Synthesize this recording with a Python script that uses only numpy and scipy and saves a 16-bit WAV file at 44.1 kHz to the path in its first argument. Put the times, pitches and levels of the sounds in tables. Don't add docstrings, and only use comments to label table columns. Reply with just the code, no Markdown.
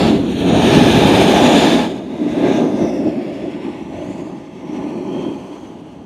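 import sys
import numpy as np
from scipy import signal
from scipy.fft import rfft, irfft, next_fast_len
from scipy.io import wavfile
from scipy.ndimage import uniform_filter1d, map_coordinates

SR = 44100
rng = np.random.default_rng(int(sys.argv[2]) if len(sys.argv) > 2 else 0)


def unload_wav(signal):
    wavfile.write(
        sys.argv[1],
        SR,
        np.round(np.clip(np.atleast_2d(signal).T, -1, 1) * 32767).astype(np.int16),
    )


def field_ratio(decibels):
    return 10 ** (np.asarray(decibels, dtype=float) / 20)


N = 267201
FRAME, HOP = 1024, 512
SLAM_S, SPURT_S = 0.034, 0.066
AIM_HZ = 7200

# time [s], boom level [dB].
PRESSURE_DB = [(0, -12.5), (.12, -13), (.36, -19.5), (.52, -11), (1.72, -11.5), (1.94, -24), (2.09, -27),
               (2.4, -14), (2.6, -15.5), (2.95, -19.5), (3.3, -24), (3.9, -28.5), (4.28, -27), (4.5, -35),
               (4.74, -24), (5.28, -23), (5.4, -30.5), (6.06, -38.5)]
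# time [s], hiss colour [0 blast, 1 puff, 2 lull, 3 last puff, 4 end].
TURN_COLOUR = [(0, -0.5), (1.9, 0.5), (2.3, 1.5), (2.62, 1), (3.12, 2.5), (4.7, 2.5), (5.4, 3.5), (5.7, 4)]
# time [s], main notch [Hz], its depth [dB], whistle re hiss [dB], cover by the hand [dB].
CAMERA_AIM = [(0, 8200, 9, -17.5, -0.5), (.3, 7700, 9, -14, 17), (.52, 7440, 11, -15, 16),
              (.7, 7400, 11, -14, 2.5), (1.9, 7800, 7, -14.5, 0.5), (2.43, 7440, 3, -16, 9),
              (2.56, 7300, 5, -7.5, 11), (2.72, 7460, 11, -10, 0), (2.92, 6830, 11, -3.5, -2),
              (3.2, 6040, 6, -17.5, 0), (3.6, 6250, 3, -12.5, 8), (3.92, 6900, -1, -15, 10),
              (4.16, 8800, 6, -11.5, 0), (4.42, 7200, 5.5, -12, 3), (4.78, 6900, 4, -10.5, 7),
              (5.15, 7040, 5, -14.5, 4), (5.6, 7600, 5, -11.5, 1), (6.06, 7200, 5, -17, 2)]


def unit(x):
    return x / np.sqrt(np.mean(np.abs(x) ** 2) + 1e-20)


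def along(points, hz):
    f, v = np.transpose(points)
    return np.interp(np.log(hz + 1), np.log(f + 1), v)


def curves(rows, t):
    s, *cols = np.transpose(rows)
    return [np.interp(t, s, c) for c in cols]


def wobble(rate_hz):
    knots = rng.standard_normal(int(N * rate_hz / SR) + 4)
    return map_coordinates(knots, [np.arange(N) * rate_hz / SR])


def filtered(x, response):
    m = next_fast_len(N + SR // 2)
    return irfft(rfft(x, m) * response(np.fft.rfftfreq(m, 1 / SR)), m)[..., :N]


def slams(t, length_s):
    # time [s], extra boom [dB], extra spurt [dB], thud [dB].
    slam_rows = [(.08, 0.5, 2.5, 8.5), (.31, -2.5, 0, -0.5), (.44, 1, 0.5, -1.5), (.56, 2.5, -1.5, 3),
                 (.79, 3, 2.5, 2.5), (1.0, 0.5, 1, 2), (1.18, 2, -0.5, 1), (1.48, 0, 0, 0),
                 (2.24, 2.5, 0, -4), (2.32, -3.5, 2, 7), (2.472, 4.5, 7.5, 1), (2.56, 0, 6.5, 0),
                 (2.63, 5, 1.5, -13), (2.83, 5, 3, 9), (3.07, 8, -0.5, 8), (3.17, 5, -1.5, -2),
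                 (3.45, 4.5, 0, 6), (3.67, 5.5, -1, 2), (3.86, -1.5, -4, 5.5), (3.97, -1.5, 0.5, 8),
                 (4.1, 1, -1, 4), (4.8, 1, 1.3, 7), (5.18, 4, 1.5, 3), (5.27, 2, 0.5, 6),
                 (5.55, 3, 1.5, -7)]
    s, *cols = np.transpose(slam_rows)
    grid_s = np.arange(0, N / SR, 1 / 200)
    bumps = np.array(cols) @ np.exp(-((grid_s - s[:, None]) / length_s) ** 2)
    return [np.interp(t, grid_s, b) for b in bumps]


def controls(t):
    # time [s], hiss level [dB].
    flow_rows = [(0, -23.5), (.12, -30), (.22, -38), (.45, -30), (.6, -22.5), (.95, -20.5), (1.65, -19.5),
                 (1.81, -26.5), (1.94, -41), (2.06, -47), (2.4, -37.5), (2.7, -42), (3.2, -41.5),
                 (4.12, -44.5), (4.52, -51), (4.74, -46), (5.2, -43), (6.06, -53.5)]
    boom_db = curves(PRESSURE_DB, t)[0] + slams(t, SLAM_S)[0]
    flow_db = curves(flow_rows, t)[0] + slams(t, SPURT_S)[1]
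    return boom_db, flow_db


def modes(table, steep):
    def gain(f):
        return sum(field_ratio(db) / (1 + ((f * f - c * c) / (f * w + 1)) ** 2) ** steep for c, w, db in table)
    return unit(filtered(rng.standard_normal(N), gain))


def air_column(t):
    # centre [Hz], width [Hz], level [dB].
    low_blast = [(222.7, 117, -0.5), (281, 130, 1), (384, 105, -8.5)]
    low_calm = [(203, 106, -6.5), (293.5, 72, -1), (362, 59.5, -7)]
    upper_blast = [(462, 347, -2), (684, 125, -3.5)]
    upper_calm = [(527, 51, 4.5), (624, 140, 8.6)]
    top_blast = [(833.5, 70, 4), (916, 61, -8.5), (1180, 430, -13.5)]
    top_calm = [(842, 122, 5.5), (1010, 116, -4.5), (1192, 100, -8.5)]
    # time [s], level moved from second to third modes [dB], churn [dB].
    water_rows = [(0, 1, 0.5), (.2, -1.5, -4), (.36, 0.5, -7.5), (.56, -3, 1.5), (.8, 0.5, -2.5),
                  (1.35, 0, 2.5), (1.8, 0.5, 1), (2.3, 0, -1), (2.88, -2.5, 4.5), (3.03, -7, 1.5),
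                  (3.35, -6.5, -1), (3.62, 3.5, -2.5), (3.86, 4.5, -1.5), (3.96, -2.5, 3.5),
                  (4.28, 4, -0.5), (4.6, 3, -1), (5.25, 3, -1), (6.06, 1, 0.5)]
    boom_db, flow_db = controls(t)
    water_db, churn_db = curves(water_rows, t)
    second_db = -0.92 + 0.5 * boom_db + 0.5 * flow_db - 0.47 * water_db + churn_db
    third_db = -6 + 0.46 * boom_db + 0.58 * flow_db + 1.56 * water_db + churn_db
    turn = curves(TURN_COLOUR, t)[0]
    calm = np.clip(turn / 1.76, 0, 1) - 0.82 * np.clip(turn - 3, 0, 1)

    def fade(blast, quiet):
        return np.sqrt(1 - calm) * modes(blast, steep=0.97) + np.sqrt(calm) * modes(quiet, steep=1.01)

    boom = field_ratio(boom_db + 0.7 * wobble(22)) * fade(low_blast, low_calm)
    second = field_ratio(second_db + 0.66 * wobble(10)) * fade(upper_blast, upper_calm)
    third = field_ratio(third_db + 0.67 * wobble(6.1)) * fade(top_blast, top_calm)
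    return boom + second + third


def cave(t):
    # frequency [Hz], density [dB per Hz].
    rumble_spectrum = [(15, -61), (25, -29), (63, -4.5), (190, 4), (250, -35), (420, -120)]
    # time [s], rumble level [dB].
    swell_rows = [(0, -20), (.3, -20), (.9, -13.5), (1.75, -26), (2.0, -33), (3.3, -36), (4.1, -31.5),
                  (4.9, -38), (6.06, -30.5)]
    level_db = curves(swell_rows, t)[0] + 0.28 * curves(PRESSURE_DB, t)[0] + slams(t, SLAM_S)[2]
    rumble = filtered(rng.standard_normal(N), lambda hz: field_ratio(along(rumble_spectrum, hz)))
    return field_ratio(level_db) * unit(rumble)


def shadow(hz, s):
    # time [s], notch [Hz], depth [dB].
    high_notch = [(2.9, 10600, -1), (3.1, 10800, 3), (3.6, 11900, 8), (4.0, 12500, 9), (4.3, 12100, 10),
                  (4.65, 11000, 4), (4.9, 10800, 1)]
    # hiss colour [0-4], depth [dB].
    upper_notch_depth = [(1, 3.5), (2.3, 7), (2.55, 6), (2.9, 1.5)]
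    main_hz, main_db, _, cover_db = curves(CAMERA_AIM, s)
    slide_hz = main_hz - AIM_HZ
    upper_hz = np.maximum(9900 + slide_hz, 8800)
    upper_db = curves(upper_notch_depth, curves(TURN_COLOUR, s)[0])[0]
    notches = [(4880 + 0.13 * slide_hz, cover_db, 450),  # Hz, dB, width Hz
               (main_hz, main_db, 330),
               (upper_hz, upper_db, 330),
               (*curves(high_notch, s), 330)]
    return -sum(db * np.exp(-((hz - c) / w) ** 2) for c, db, w in notches)


def patches(shape, depth_db, bins, frames):
    field = uniform_filter1d(rng.standard_normal(shape), size=bins, axis=0)
    field = uniform_filter1d(field, size=frames, axis=1)
    return field_ratio(depth_db * unit(field))


def rush(colour_db, patchy_db, streak_db):
    hz, t, z = signal.stft(rng.standard_normal(N), SR, nperseg=FRAME, noverlap=FRAME - HOP)
    gain = field_ratio(colour_db(hz[:, None], t) + shadow(hz[:, None], t))
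    gain = gain / np.sqrt(np.mean(gain ** 2, axis=0))
    gain = gain * patches(z.shape, patchy_db, bins=12, frames=5)
    gain = gain * patches(z.shape, streak_db, bins=3, frames=20)
    return unit(signal.istft(z * gain, SR, nperseg=FRAME, noverlap=FRAME - HOP)[1][:N])


def blend(spectra, hz, place):
    return sum(along(s, hz) * np.clip(1 - abs(place - k), 0, 1) for k, s in enumerate(spectra))


def jet(t):
    # frequency [Hz], density [dB per Hz].
    blast = [(590, -14.5), (1000, -22.5), (1090, -15), (1250, -6), (1370, -10), (1720, 0.5), (1910, -8.5),
             (2150, -7), (2350, -1), (2850, -2.5), (3530, 1), (3790, -3), (4320, -9.5), (5200, -14),
             (6760, -75), (11400, -120)]
    puff = [(590, -39), (1000, -7), (1080, -53), (1200, -12), (1360, -23), (1600, 2), (1820, -9),
            (1990, -1.5), (3230, -8), (3580, -1), (4350, -12), (5200, -12), (6760, -42), (11400, -120)]
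    lull = [(590, -34), (1000, -17), (1090, -23), (1210, -8), (1360, -11), (2170, 0.5), (2400, -12),
            (2660, 0), (3080, -16), (3490, -2.5), (4080, -20), (5200, -12), (6760, -51), (11400, -120)]
    last_puff = [(590, -62), (1000, 1.5), (1350, -34), (1490, -10), (1600, -28), (1750, -13), (1890, -17),
                 (2500, -10.5), (2700, -15.5), (3210, -13), (3320, -17), (3580, -30.5), (4350, -16.5),
                 (5200, -33), (6760, -63), (11400, -120)]
    dying = [(590, -33), (1000, 1.5), (1140, -7), (1300, -13), (2270, -12), (3190, -8), (3710, -20),
             (4410, -15.5), (5200, -28.5), (6760, -62), (11400, -120)]
    # frequency [Hz], density [dB per Hz].
    spray_weak = [(4120, -28), (7000, 21), (7760, -14), (8800, 1), (9280, 6), (10700, -30), (12600, -20),
                  (15500, -24)]
    spray_near = [(4120, -41), (7000, -4), (7560, -12), (8540, 1), (10300, -5.5), (11600, -5.5),
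                  (15500, -22)]
    spray_far = [(4120, -22), (7000, -2.5), (8700, -4.5), (10400, -8), (11600, -13), (14000, -19),
                 (15500, -30)]
    # time [s], spray colour [0 weak, 1 near, 2 far].
    spray_turn = [(.1, 6), (.25, 1.8), (.52, 0.5), (.65, 0.8), (1.9, 2), (2.5, 1.6), (3.3, 1.65),
                  (4.0, 6.5)]

    def hiss_colour(hz, s):
        turn = curves(TURN_COLOUR, s)[0]
        roar_db = 0.66 + 0.32 * slams(s, SPURT_S)[1] - 0.18 * curves(CAMERA_AIM, s)[3]
        sag_db = np.minimum(controls(s)[1] + 26, 0)
        roar_db = roar_db + 0.35 * sag_db * np.clip(1 - 2 * turn, 0, 1)
        return blend([blast, puff, lull, last_puff, dying], hz, turn) + roar_db / (1 + (hz / 1900) ** 8)

    def whistle_colour(hz, s):
        main_hz, _, loud_db, cover_db = curves(CAMERA_AIM, s)
        centre_hz = 5990 + 0.6 * (np.minimum(main_hz, 8900) - AIM_HZ)
        lift_db = 14.5 + 0.75 * loud_db + 0.45 * cover_db
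        width_hz = np.interp(curves(TURN_COLOUR, s)[0], [0, 1, 2, 4], [1300, 900, 600, 500])
        below = np.clip(4900 / (hz + 1) - 1, 0, 3) * 6
        above = np.clip(hz / (centre_hz + 1570) - 1, 0, 3) * 4
        return -40 * (below + above) - lift_db * np.minimum(((hz - centre_hz) / width_hz) ** 2, 1.3)

    def spray_colour(hz, s):
        return blend([spray_weak, spray_near, spray_far], hz, np.clip(curves(spray_turn, s)[0], 0, 2))

    hiss_db = controls(t)[1]
    main_hz, _, whistle_db, _ = curves(CAMERA_AIM, t)
    spray_db = -14 - 0.64 * slams(t, SPURT_S)[1] + 0.26 * whistle_db
    spray_db = spray_db + 1.8 * (main_hz / AIM_HZ - 1) * 7.6
    hiss = rush(hiss_colour, patchy_db=0.3, streak_db=1.3)
    whistle = rush(whistle_colour, patchy_db=0.5, streak_db=3.5)
    spray = rush(spray_colour, patchy_db=0.35, streak_db=0.6)
    flutter = field_ratio(0.84 * wobble(35))
    return field_ratio(hiss_db) * flutter * (hiss + field_ratio(whistle_db) * whistle + field_ratio(spray_db) * spray)


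def grate(t):
    # time [s], level [dB].
    gap_rows = [
        (5.05, -65),
        (5.13, -47.5),
        (5.22, -43),
        (5.31, -46),
        (5.4, -63),
        (5.48, -65),
        (5.535, -53),
        (5.6, -71),
    ]
    gate = (t > gap_rows[0][0]) & (t < gap_rows[-1][0])
    bars = [(3180, 260, -2), (2500, 200, -9)]  # Hz, width Hz, dB
    return field_ratio(curves(gap_rows, t)[0]) * gate * modes(bars, steep=1.1)


def scene():
    t = np.arange(N) / SR
    return (air_column(t) + cave(t) + jet(t) + grate(t))[None]


def thin_out(x):
    # frequency [Hz], faintest level kept [dB].
    faintest = [(13000, -112), (13800, -105), (14500, -101), (15200, -97)]
    hz, t, z = signal.stft(x, SR, nperseg=2 * FRAME, noverlap=FRAME)
    level = np.abs(z[:-1]).reshape(-1, 16, len(t)).mean(axis=1)
    level = np.repeat(level, 16, axis=0)
    edge_hz = np.repeat(hz[:-1:16], 16)[:, None]
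    keep = (level > field_ratio(along(faintest, edge_hz))) | (edge_hz < 13000)
    z = np.vstack([z[:-1] * keep, z[-1:]])
    return signal.istft(z, SR, nperseg=2 * FRAME, noverlap=FRAME)[1][:N]


def low_pass(x):
    return signal.sosfilt(signal.butter(12, 15640, fs=SR, output="sos"), x)


def record(dry):
    clipped = dry / (1 + abs(dry / 1.07) ** 6) ** (1 / 6)
    hiss = field_ratio(-82) * filtered(rng.standard_normal(N), lambda hz: hz < 15150)
    mix = thin_out(clipped[0] + hiss)[None] + field_ratio(-9) * hiss[::-1]
    mix = filtered(mix, lambda hz: hz < 15650)
    return low_pass(mix)


dry = scene()
out = record(dry)
unload_wav(out)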